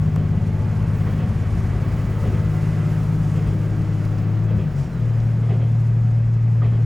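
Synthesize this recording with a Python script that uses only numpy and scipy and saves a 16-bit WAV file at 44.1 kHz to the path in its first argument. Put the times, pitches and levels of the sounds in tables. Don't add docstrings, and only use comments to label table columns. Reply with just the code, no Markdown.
import sys
import numpy as np
from scipy import signal
from scipy.fft import rfft, irfft, next_fast_len
from scipy.io import wavfile

SR = 44100
rng = np.random.default_rng(int(sys.argv[2]) if len(sys.argv) > 2 else 0)


def generate_wav(sig):
    pcm = np.round(np.clip(np.atleast_2d(sig).T, -1, 1) * 32767).astype(np.int16)
    wavfile.write(sys.argv[1], SR, pcm)


def invert_db(level):
    return 10 ** (np.asarray(level, dtype=float) / 20)


N = 302085

VIADUCT_ENDS_S, LEAVING_S = 3.6, 0.1


def unit(x):
    return x / np.sqrt(np.mean(x ** 2) + 1e-20)


def in_time(rows):
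    s, *columns = np.transpose(rows)
    return [np.interp(np.arange(N) / SR, s, c) for c in columns]


def at_hz(points, hz):
    points = np.array(points)
    return np.interp(np.log(hz), np.log(points[:, 0]), points[:, 1])


def step(at_s, over_s):
    return np.clip((np.arange(N) / SR - at_s) / max(over_s, 0.001) / 2 + 0.5, 0, 1)


def drift(rate):
    r = np.exp(-80 * np.pi * rate / SR)
    white = rng.standard_normal(N // 40 + 2002)
    slow = signal.lfilter([1], [1, -2 * r, r * r], white)[2000:]
    return np.interp(np.arange(N) / 40, np.arange(len(slow)), unit(slow))


def band_filter(x, order, edges_hz):
    return signal.sosfilt(signal.butter(order, edges_hz, "band", fs=SR, output="sos"), x)


def low_pass(x, hz):
    return signal.sosfilt(signal.butter(4, hz, fs=SR, output="sos"), x)


def resonate(x, modes, wander_db=0, order=1):
    out = 0
    for k, (hz, width, level_db) in enumerate(modes):
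        r = np.exp(-np.pi * max(width, 1) / SR)
        numerator = [(1 - r * r) / 2, 0, (r * r - 1) / 2]
        denominator = [1, -2 * r * np.cos(2 * np.pi * hz / SR), r * r]
        y = x
        for _ in range(order):
            y = signal.lfilter(numerator, denominator, y)
        swell_db = wander_db * drift(3.5) if wander_db else 0
        out = out + (-1) ** k * y * invert_db(level_db + swell_db)
    return out


# (frequency [Hz], likeness [0 to 1])
STEREO_LIKENESS = [(60, 1.0), (99, 0.87), (160, 0.82), (270, 1), (450, 0.99), (740, 1), (1220, 0.99),
                   (2010, 1), (3330, 1), (5500, 0.98), (9080, 0.75), (15000, 1.0)]


def banded_noise(spectrum, patchy_db, together_db, tilt=0):
    lowest, highest = spectrum[0][0], spectrum[-1][0]
    edges = lowest * 2 ** np.arange(0, np.log2(highest / lowest) + 0.4, 0.45)
    white = rng.standard_normal((2, 2, N))
    out = 0
    for k, (low, high) in enumerate(zip(edges, edges[1:])):
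        hz = np.sqrt(low * high)
        band_db = at_hz(spectrum, hz)
        if band_db < -45 or high > 0.45 * SR:
            continue
        mid, side = band_filter(white[k % 2], 2, [low, high])
        alike = np.clip(at_hz(STEREO_LIKENESS, hz), 0, 1)
        gain = invert_db(band_db + together_db + tilt * np.log2(hz / 700) + patchy_db * drift(12))
        out = out + gain * (np.sqrt(1 + alike) * mid + np.sqrt(1 - alike) * side * [[1], [-1]])
    return unit(out)


# (time [s], firing cycles [per s])
ENGINE_SPEED = [(0.0, 17.12), (1.0, 17.2), (2.5, 17.39), (3.9, 17.54), (4.2, 17.55), (4.3, 17.71),
                (4.42, 18.31), (4.52, 18.3), (4.62, 17.25), (4.68, 16.89), (4.74, 15.68), (4.81, 15.5),
                (4.92, 13.93), (5.04, 12.69), (5.3, 12.68), (6.85, 12.7)]


def engine_cycles():
    return np.cumsum(in_time(ENGINE_SPEED)[0]) / SR


PULL_TIMES = [.9, 2.4, 3.4, 4.55, 4.95]
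# (order [x cycle], early [dB], midway [dB], late [dB], high gear [dB])
EXHAUST_ORDERS = [(1, -50, -52, -54, -60), (2, -50, -48, -48, -61), (3, -37, -35.5, -40, -48),
                  (4, -52, -45, -47, -48), (5, -28, -33, -50, -50), (6, -24, -23, -23, -40),
                  (7, -33, -40, -47, -50), (8, -33, -28.5, -30, -41), (9, -30, -25, -25, -17),
                  (10, -41, -45, -45, -46), (11, -42, -41, -40.5, -34), (12, -37.5, -42, -52, -30.5),
                  (13, -41, -50, -58, -41), (15, -49, -48, -49, -54), (16, -52, -62, -62, -43.5),
                  (17, -55, -50, -49, -47.5), (18, -52, -47, -42, -49.5), (20, -57, -53, -52.5, -48.5),
                  (21, -53.5, -54, -62, -55), (22, -51, -53, -51, -70), (24, -55, -62, -54, -51.5),
                  (25, -55, -56, -56, -60), (26, -54, -62, -62, -60), (27, -57, -50.5, -55, -57)]
# (order [x cycle], early [dB], midway [dB], late [dB], high gear [dB])
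BLOCK_ORDERS = [(33, -58.5, -67, -59.5, -63.5), (34, -58, -52, -54, -67.5), (40, -65, -69, -94, -61.5),
                (45, -74, -73, -64, -57.5), (54, -73, -80, -77, -64), (64.3, -57.5, -56, -60.5, -59.5),
                (73.9, -72, -55, -60.5, -68.5)]
# (time [s], sixth order [dB], ninth order [dB])
PIPE_LOAD = [(0, -25, -21), (.5, -22.5, -27), (1, -23.5, -27), (1.5, -23.5, -35), (2.05, -24.5, -37),
             (2.5, -23, -24), (3, -23.5, -23), (3.5, -23, -25.5), (4.15, -22, -28), (4.42, -19.5, -29),
             (4.59, -19.5, -28), (4.67, -33, -20), (4.73, -31, -31), (4.8, -29, -17), (4.88, -37, -36),
             (5.02, -38, -19), (6, -41.5, -17), (6.85, -45.5, -16)]
LEAN_TIMES = [1.0, 3.2, 4.55, 4.95]
DRONE_LEAN = [0.2, 0.29, 1.7, -0.98]


def engine(cycles):
    t = np.arange(N) / SR
    coarse = t[::64]
    sixth_db, ninth_db = [c[::64] for c in in_time(PIPE_LOAD)]
    coast_db = -8 * np.exp(-((coarse - 4.72) / 0.17) ** 2)
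    settle_db = -4 * np.maximum(coarse - 5.7, 0)
    out = 0
    for order, early_db, mid_db, late_db, high_db in list(EXHAUST_ORDERS) + list(BLOCK_ORDERS):
        whole_order = round(order)
        if whole_order == 6:
            level_db = sixth_db
        elif whole_order == 9:
            level_db = ninth_db
        else:
            level_db = np.interp(coarse, PULL_TIMES, [early_db, mid_db, late_db, late_db, high_db])
            level_db = level_db + coast_db + settle_db + 1.7 * drift(1.2)[::64]
        gain = np.interp(t, coarse, invert_db(level_db))
        out = out + gain * np.sin(2 * np.pi * (whole_order * cycles + rng.random()))
    lean_db = np.interp(t, np.add(LEAN_TIMES, [0, 0.21, 0.26, 0.54]), DRONE_LEAN)
    return np.sqrt(2) * out * invert_db(lean_db * [[0.5], [-0.5]])


# (frequency [Hz], width [Hz], level [dB])
STRUCTURE_MODES = [(56.7, 13, 1.5), (66, 11, -2)]
# (frequency [Hz], width [Hz], level [dB])
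PANEL_MODES = [(90, 11, 1), (118, 17.3, 5.5), (168, 28, 7), (210, 29, -5)]
PANEL_BOOM = [-30, -31, -30.5, -33, -33.5]
# (time [s], level [dB])
RAIL_DIPS = [(.05, -29), (.37, -29), (.69, -30), (.86, -29), (1.14, -32), (1.33, -29), (1.54, -29),
             (1.78, -28), (1.91, -32), (2.05, -29), (2.26, -30), (2.47, -31), (2.85, -35), (3.2, -29),
             (3.34, -34), (3.49, -27), (3.69, -35), (3.89, -38), (4.72, -36), (4.97, -35), (5.22, -35)]
# (frequency [Hz], level [dB])
ALTERNATOR_HUM = (37, -51)


def body():
    shake = rng.standard_normal((2, N))
    t = np.arange(N) / SR
    coarse = t[::64]
    jolts = sum(invert_db(jolt_db) * np.exp(-((coarse - s) / 0.05) ** 2) for s, jolt_db in RAIL_DIPS)
    jolts = np.interp(t, coarse, jolts)
    swing = np.sqrt(2) * np.sin(2 * np.pi * np.cumsum(56 + 2 * drift(3)) / SR)
    rolling_db = -38 - 2.5 * step(VIADUCT_ENDS_S, LEAVING_S)
    thud = unit(resonate(shake[0], STRUCTURE_MODES, order=2)) * invert_db(rolling_db) + jolts * swing

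    boom_db = np.interp(t, PULL_TIMES, PANEL_BOOM)
    panels = resonate(shake[1], PANEL_MODES, 0.75, order=2)
    off_deck = 0.5 * step(VIADUCT_ENDS_S - 0.6, 0.65)
    panels = panels - off_deck * resonate(shake[1], PANEL_MODES[:1], order=2)
    boom = unit(panels) * (invert_db(boom_db) + invert_db(-8) * jolts)

    under = unit(band_filter(shake[1], 2, [16, 40])) * invert_db(0.49 * boom_db - 25.5)
    hum_hz, hum_db = ALTERNATOR_HUM
    hum = np.sqrt(2) * invert_db(hum_db + 1.5 * drift(1.2)) * np.sin(2 * np.pi * hum_hz * t)
    return thud + boom + under + hum


# (time [s], level [dB])
TRACKSIDE = [(0, -59), (.28, -59), (.57, -58.5), (1.05, -56), (1.35, -56.5), (2.15, -56), (2.9, -54),
             (3.1, -55.5), (3.6, -57), (3.9, -57.5), (4.3, -59.5), (4.55, -61.5), (4.9, -59.5),
             (5.3, -59.5), (5.9, -61), (6.41, -63), (6.85, -60.5)]


def trackside_hiss_db():
    return in_time(TRACKSIDE)[0]


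# (frequency [Hz], density [dB per Hz])
ROAR_SPECTRUM = [(140, -25), (240, 3.5), (290, -9), (469, -7.5), (580, -11.5), (653, -12.5), (726, -17),
                 (974, -18.5), (1120, -15.5), (2100, -23.5), (4000, -37.5), (5200, -70), (8800, -120)]
# (frequency [Hz], width [Hz], level [dB])
WHEEL_MODES = [(372.4, 8.4, 4.5), (421, 19, -15), (731, 14, -1.5), (909, 15, -7), (1161, 8.2, -13),
               (1259, 13, -12), (1593, 7.1, -10), (1966, 114, -18.5), (2320, 14, -28), (2427, 34, -19),
               (2597, 22, -17), (2756, 20, -21), (3395, 15, -22.5), (3510, 11, -22)]


def roar(swing_db):
    rings = unit(resonate(rng.standard_normal(N), WHEEL_MODES, 0.85)) * invert_db([[-1.2], [1.2]])
    noise = banded_noise(ROAR_SPECTRUM, 0.47, 0.39 * drift(1.2), tilt=0.059 * swing_db)
    grind_db = 2 * np.exp(-((np.arange(N) / SR - 4.45) / 0.49) ** 2)
    parapet_db = -step(2.16, 0.25)
    return invert_db(-37 + grind_db + 0.76 * swing_db + parapet_db) * (noise + invert_db(-10.0) * rings)


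# (frequency [Hz], density [dB per Hz])
HISS_SPECTRUM = [(2060, -17.5), (3500, -5), (4350, -4), (5580, 4.5), (5910, 1.5), (6680, -7.5),
                 (8300, -9.5), (10800, -40), (18300, -120)]
# (frequency [Hz], density [dB per Hz])
SIZZLE_SPECTRUM = [(4880, -25), (8300, -1), (9700, -7), (11900, -4), (15000, -7.5)]
# (frequency [Hz], width [Hz], level [dB])
VENT_MODES = [(4720, 40, -0.5), (5070, 81, 1), (5580, 20, 3), (5670, 35, -6.5), (5900, 35, -14),
              (6520, 25, 0), (6700, 30, -5.5), (6850, 27, -4), (7300, 55, -11.5), (6930, 30, -6),
              (7670, 40, -4.5)]
# (start [s], length [s], lift above the draught [dB])
VALVE_PUFFS = [
    (.02, .07, 2),
    (1.5, .15, 2),
    (1.9, .12, 1.5),
    (2.2, .15, 2),
    (3.22, .3, 2),
    (4.0, .2, 2),
    (4.56, .05, 2),
    (4.755, .11, 6.5),
]


def hiss(hiss_db, cycles):
    edge_s = 0.018
    puff_db = sum(lift_db * step(s, edge_s) * (1 - step(s + length, edge_s))
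                  for s, length, lift_db in VALVE_PUFFS)
    throb_db = 0.81 * np.sin(2 * np.pi * cycles) + 1.0 * drift(29) + 0.33 * drift(7.3)
    rattle_db = 3.5 + 2.5 * step(VIADUCT_ENDS_S, LEAVING_S) + 0.05 * puff_db
    fittings = unit(resonate(rng.standard_normal(N), VENT_MODES, 1.0)) * invert_db(rattle_db - 10)
    dull = invert_db(hiss_db + puff_db - 3.0) * (banded_noise(HISS_SPECTRUM, 0.33, throb_db) + fittings)
    sizzle_db = -64 + 1.4 * (hiss_db - hiss_db.mean()) + 0.6 * puff_db
    sizzle = low_pass(banded_noise(SIZZLE_SPECTRUM, 0.83, throb_db), 13500)
    return dull + invert_db(sizzle_db) * sizzle


# (start [s], hold [s], peak [dB], release [dB per s])
FLANGE_BITES = [
    (-.15, .28, -70.5, 71),
    (.87, .06, -62, 47),
    (1.752, 0.11, -61, 28.5),
    (2.06, 0.15, -67, 27),
    (2.844, 0.08, -69.5, 14.5),
    (3.298, 0.06, -73, 23.5),
    (3.956, 0.27, -70.5, 82.5),
    (4.375, 0.099, -72.5, 5),
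]


def flange():
    rise_s, curve_ends_s = 0.12, 5.33
    t = np.arange(0, N + 64, 64) / SR
    level = invert_db(-83)
    for s, hold, peak_db, fall in FLANGE_BITES:
        rise = np.clip((t - s) / rise_s, 0, 1) ** 1.5
        level = level + rise * invert_db(peak_db - fall * np.maximum(t - s - rise_s - hold, 0))
    level = level * invert_db(-7.5 * np.maximum(t - curve_ends_s, 0))
    level = np.interp(np.arange(N) / SR, t, level)
    slips = rng.standard_normal(N) * invert_db(1.8 * drift(150))
    squeal = unit(resonate(slips, [(16350, 1000, 0)], order=2))
    return squeal * level * invert_db(-21 * step(curve_ends_s, 0.08) + 1.2 * drift(8) + 2.0)


# (centre [s], half length [s], frequency [Hz], climb [Hz per s], level [dB])
GEAR_WHINES = [(.7, .35, 866, 0, -52.5), (2.2, .6, 866, 0, -59), (.6, .8, 1973, 8, -66),
               (2.3, .75, 1996, 17, -57), (4.4, .8, 1988, 0, -67), (1.9, .55, 2270, 15, -62),
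               (2.65, .3, 1390, 12, -59), (4.05, .35, 1420, 10, -60.5), (4.95, .05, 1408, 0, -57),
               (2.2, .6, 1647, 0, -62), (3.8, .15, 1593, 0, -59), (2.9, .4, 1291, 5, -59),
               (2.6, .5, 2817, 10, -72), (4.2, 1, 738, 0, -59), (6.2, .7, 570, 0, -58),
               (2.6, .5, 592, 0, -55), (6, .8, 2573, 0, -72), (5.2, 1, 2449, 0, -72),
               (1.3, .9, 1135, 12, -58.5), (4.1, .4, 2600, 0, -69), (4.96, .08, 3950, -4500, -69)]


def whines():
    out, t = np.zeros(N), np.arange(N) / SR
    unsteady = [drift(7.2) for _ in range(3)]
    for k, (s, half, hz, climb, level_db) in enumerate(GEAR_WHINES):
        near = slice(max(0, round((s - 2 * half) * SR)), round((s + 2 * half) * SR))
        u = t[near] - s
        phase = 2 * np.pi * (hz * u + climb * u ** 2 / 2) + 1.18 * unsteady[(k + 1) % 3][near]
        swell = invert_db(level_db + 2.5 * unsteady[k % 3][near]) * np.exp(-(u / half) ** 4)
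        out[near] += swell * np.sqrt(2) * np.sin(phase)
    return out * invert_db([[-1.2], [1.2]])


# (time [s], first blow [dB], after-ring [dB], low thump [dB], wheel rim [dB])
RAIL_JOINTS = [(0.051, -49, -50, -40, -66), (.16, -43, -38, -32, -60), (1.065, -42, -34.5, -34, -55),
               (1.175, -47, -34.5, -30, -53), (1.27, -51, -38, -40, -66), (2.234, -42, -32, -27, -58),
               (2.321, -45, -33, -31.5, -60), (3.341, -45, -36, -34, -57), (3.45, -49, -37, -36.5, -62),
               (4.48, -45, -37, -33, -58), (4.575, -46, -36, -38.5, -55), (5.42, -47, -39, -42, -66),
               (5.486, -45, -32.5, -34, -54), (5.592, -45, -37, -37, -54), (6.615, -37, -33, -35, -58),
               (6.718, -44, -37, -32, -62)]
# (frequency [Hz], width [Hz], level [dB])
BLOW_MODES = [(560, 400, -4), (1260, 260, 2), (1870, 220, -4)]
# (frequency [Hz], width [Hz], level [dB])
FRAME_MODES = [(380, 45, 8), (519, 120, 3), (700, 90, -1), (1140, 120, -9), (2050, 200, -16),
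               (3270, 70, -21), (3910, 70, -29)]
# (frequency [Hz], width [Hz], level [dB])
RIM_MODES = [(2590, 45, 3), (3250, 110, -7), (2900, 500, -12)]


def joints():
    out, t = np.zeros(N), np.arange(SR // 4) / SR
    rim_swell_s = 0.028
    for s, blow_db, ring_db, thump_db, rim_db in RAIL_JOINTS:
        noise = rng.standard_normal((5, len(t)))
        colour = rng.standard_normal((len(FRAME_MODES), 2))
        blow = resonate(noise[0] * t * np.exp(-t / 0.004), BLOW_MODES, order=2)
        blow = blow / np.abs(blow).max()

        modes = [(hz * (1 + 0.03 * a), width, db + b)
                 for (hz, width, db), (a, b) in zip(FRAME_MODES, colour)]
        ring = unit(low_pass(resonate(noise[1], modes), 4500))
        clatter = unit(band_filter(signal.lfilter([1], [1, -0.8], noise[3]), 4, [700, 3600]))
        ring = (ring + invert_db(-13) * clatter) * t / 0.035 * np.exp(1 - t / 0.027)

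        rim = unit(resonate(noise[4], RIM_MODES, order=2))
        rim = rim * t / rim_swell_s * np.exp(1 - t / rim_swell_s)
        thump = unit(resonate(noise[2], [(73, 42, -1.5), (210, 51, -4)]))
        thump = thump * (1 - np.exp(-t / 0.0027)) * np.exp(-t / 0.083)

        knock = invert_db(blow_db + 7.5) * blow + invert_db(ring_db) * ring
        knock = knock + invert_db(rim_db) * rim + invert_db(thump_db + 6.0) * thump
        i = round(s * SR)
        out[i:i + len(t)] += knock[:N - i]
    return out


# (time [s], peak [dB], frequency [Hz], width [share of pitch], rattle [s])
LOOSE_FITTINGS = [(.158, -44, 6500, 1.8, .0008), (.1605, -33, 8000, 2.2, .0005),
                  (0.1629, -21, 340, 2.5, .0008), (.163, -47, 5000, 1.2, .0008),
                  (3.475, -43, 7000, 1.4, .001), (3.6152, -46, 6500, 1.2, .001),
                  (4.0522, -38, 6500, 1.5, .0004), (4.054, -46, 4600, .4, .002),
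                  (4.079, -46, 5500, 1, .0006), (4.181, -47, 6200, .6, .003),
                  (4.1845, -43, 5100, .35, .003), (4.567, -51, 9000, 1.8, .0008),
                  (5.055, -50, 6800, .5, .003), (5.191, -48, 6000, .4, .002), (5.202, -43, 5200, .6, .002),
                  (5.2025, -47, 3800, .3, .002)]


def ticks():
    out, t = np.zeros(N), np.arange(SR // 40) / SR
    for s, peak_db, hz, share, rattle_s in LOOSE_FITTINGS:
        snap = 2.5 * (rattle_s < 0.0015) * (t == 0) * 8000 / hz
        rattle = rng.standard_normal(len(t)) * np.exp(-t / rattle_s)
        burst = resonate(snap + rattle, [(hz, share * hz, 0)], order=2)
        i = round(s * SR)
        out[i:i + len(t)] += invert_db(peak_db) * burst / np.abs(burst).max()
    return out


# (centre [s], frequency [Hz], peak [dB], half length [s])
GEARBOX_MODES = [
    (4.575, 76, -28, .035),
    (4.56, 200, -31, 0.06),
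    (4.6, 380, -46, .025),
]


def clunk():
    t = np.arange(N) / SR
    return sum(invert_db(peak_db + 7.0) * np.exp(-((t - s) / half) ** 2) * np.sin(2 * np.pi * hz * t)
               for s, hz, peak_db, half in GEARBOX_MODES)


def scene():
    cycles = engine_cycles()
    hiss_db = trackside_hiss_db()
    centre = body() + flange() + joints() + ticks() + clunk()
    moving_air = roar(hiss_db - hiss_db.mean()) + hiss(hiss_db, cycles)
    return engine(cycles) + whines() + centre + moving_air


def top_cut(x):
    return signal.sosfilt(signal.butter(12, 17850, fs=SR, output="sos"), x)


# (frequency [Hz], left minus right [dB])
MICROPHONE_LEAN = [(60, 2), (92, 2.6), (140, 1.8), (210, .3), (315, -2.5), (500, -2), (770, -.8),
                   (1170, -2), (1400, -2.6), (1790, -1), (2740, -.7), (4190, -.7), (6410, -1), (9810, -.4)]


def record(dry):
    size = next_fast_len(N + SR // 4)
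    dry = np.pad(dry, [(0, 0), (0, size - N)], "reflect", reflect_type="odd")
    dry = dry * np.minimum(1, np.arange(size)[::-1] / 4000)
    hz = np.fft.rfftfreq(size, 1 / SR) + 1
    lean = invert_db(at_hz(MICROPHONE_LEAN, hz) / 2)
    left, right = rfft(dry) * [lean, 1 / lean]
    mid = (left + right) / 2
    side = (left - right) / 2 * (hz < 11400)
    mix = irfft(np.array([mid + side, mid - side]) * (hz < 16520), size)[:, :N]
    mix = mix * np.sin(np.pi / 2 * np.minimum(1, np.arange(N)[::-1] / 120))
    return top_cut(mix)


dry = scene()
out = record(dry)
generate_wav(out)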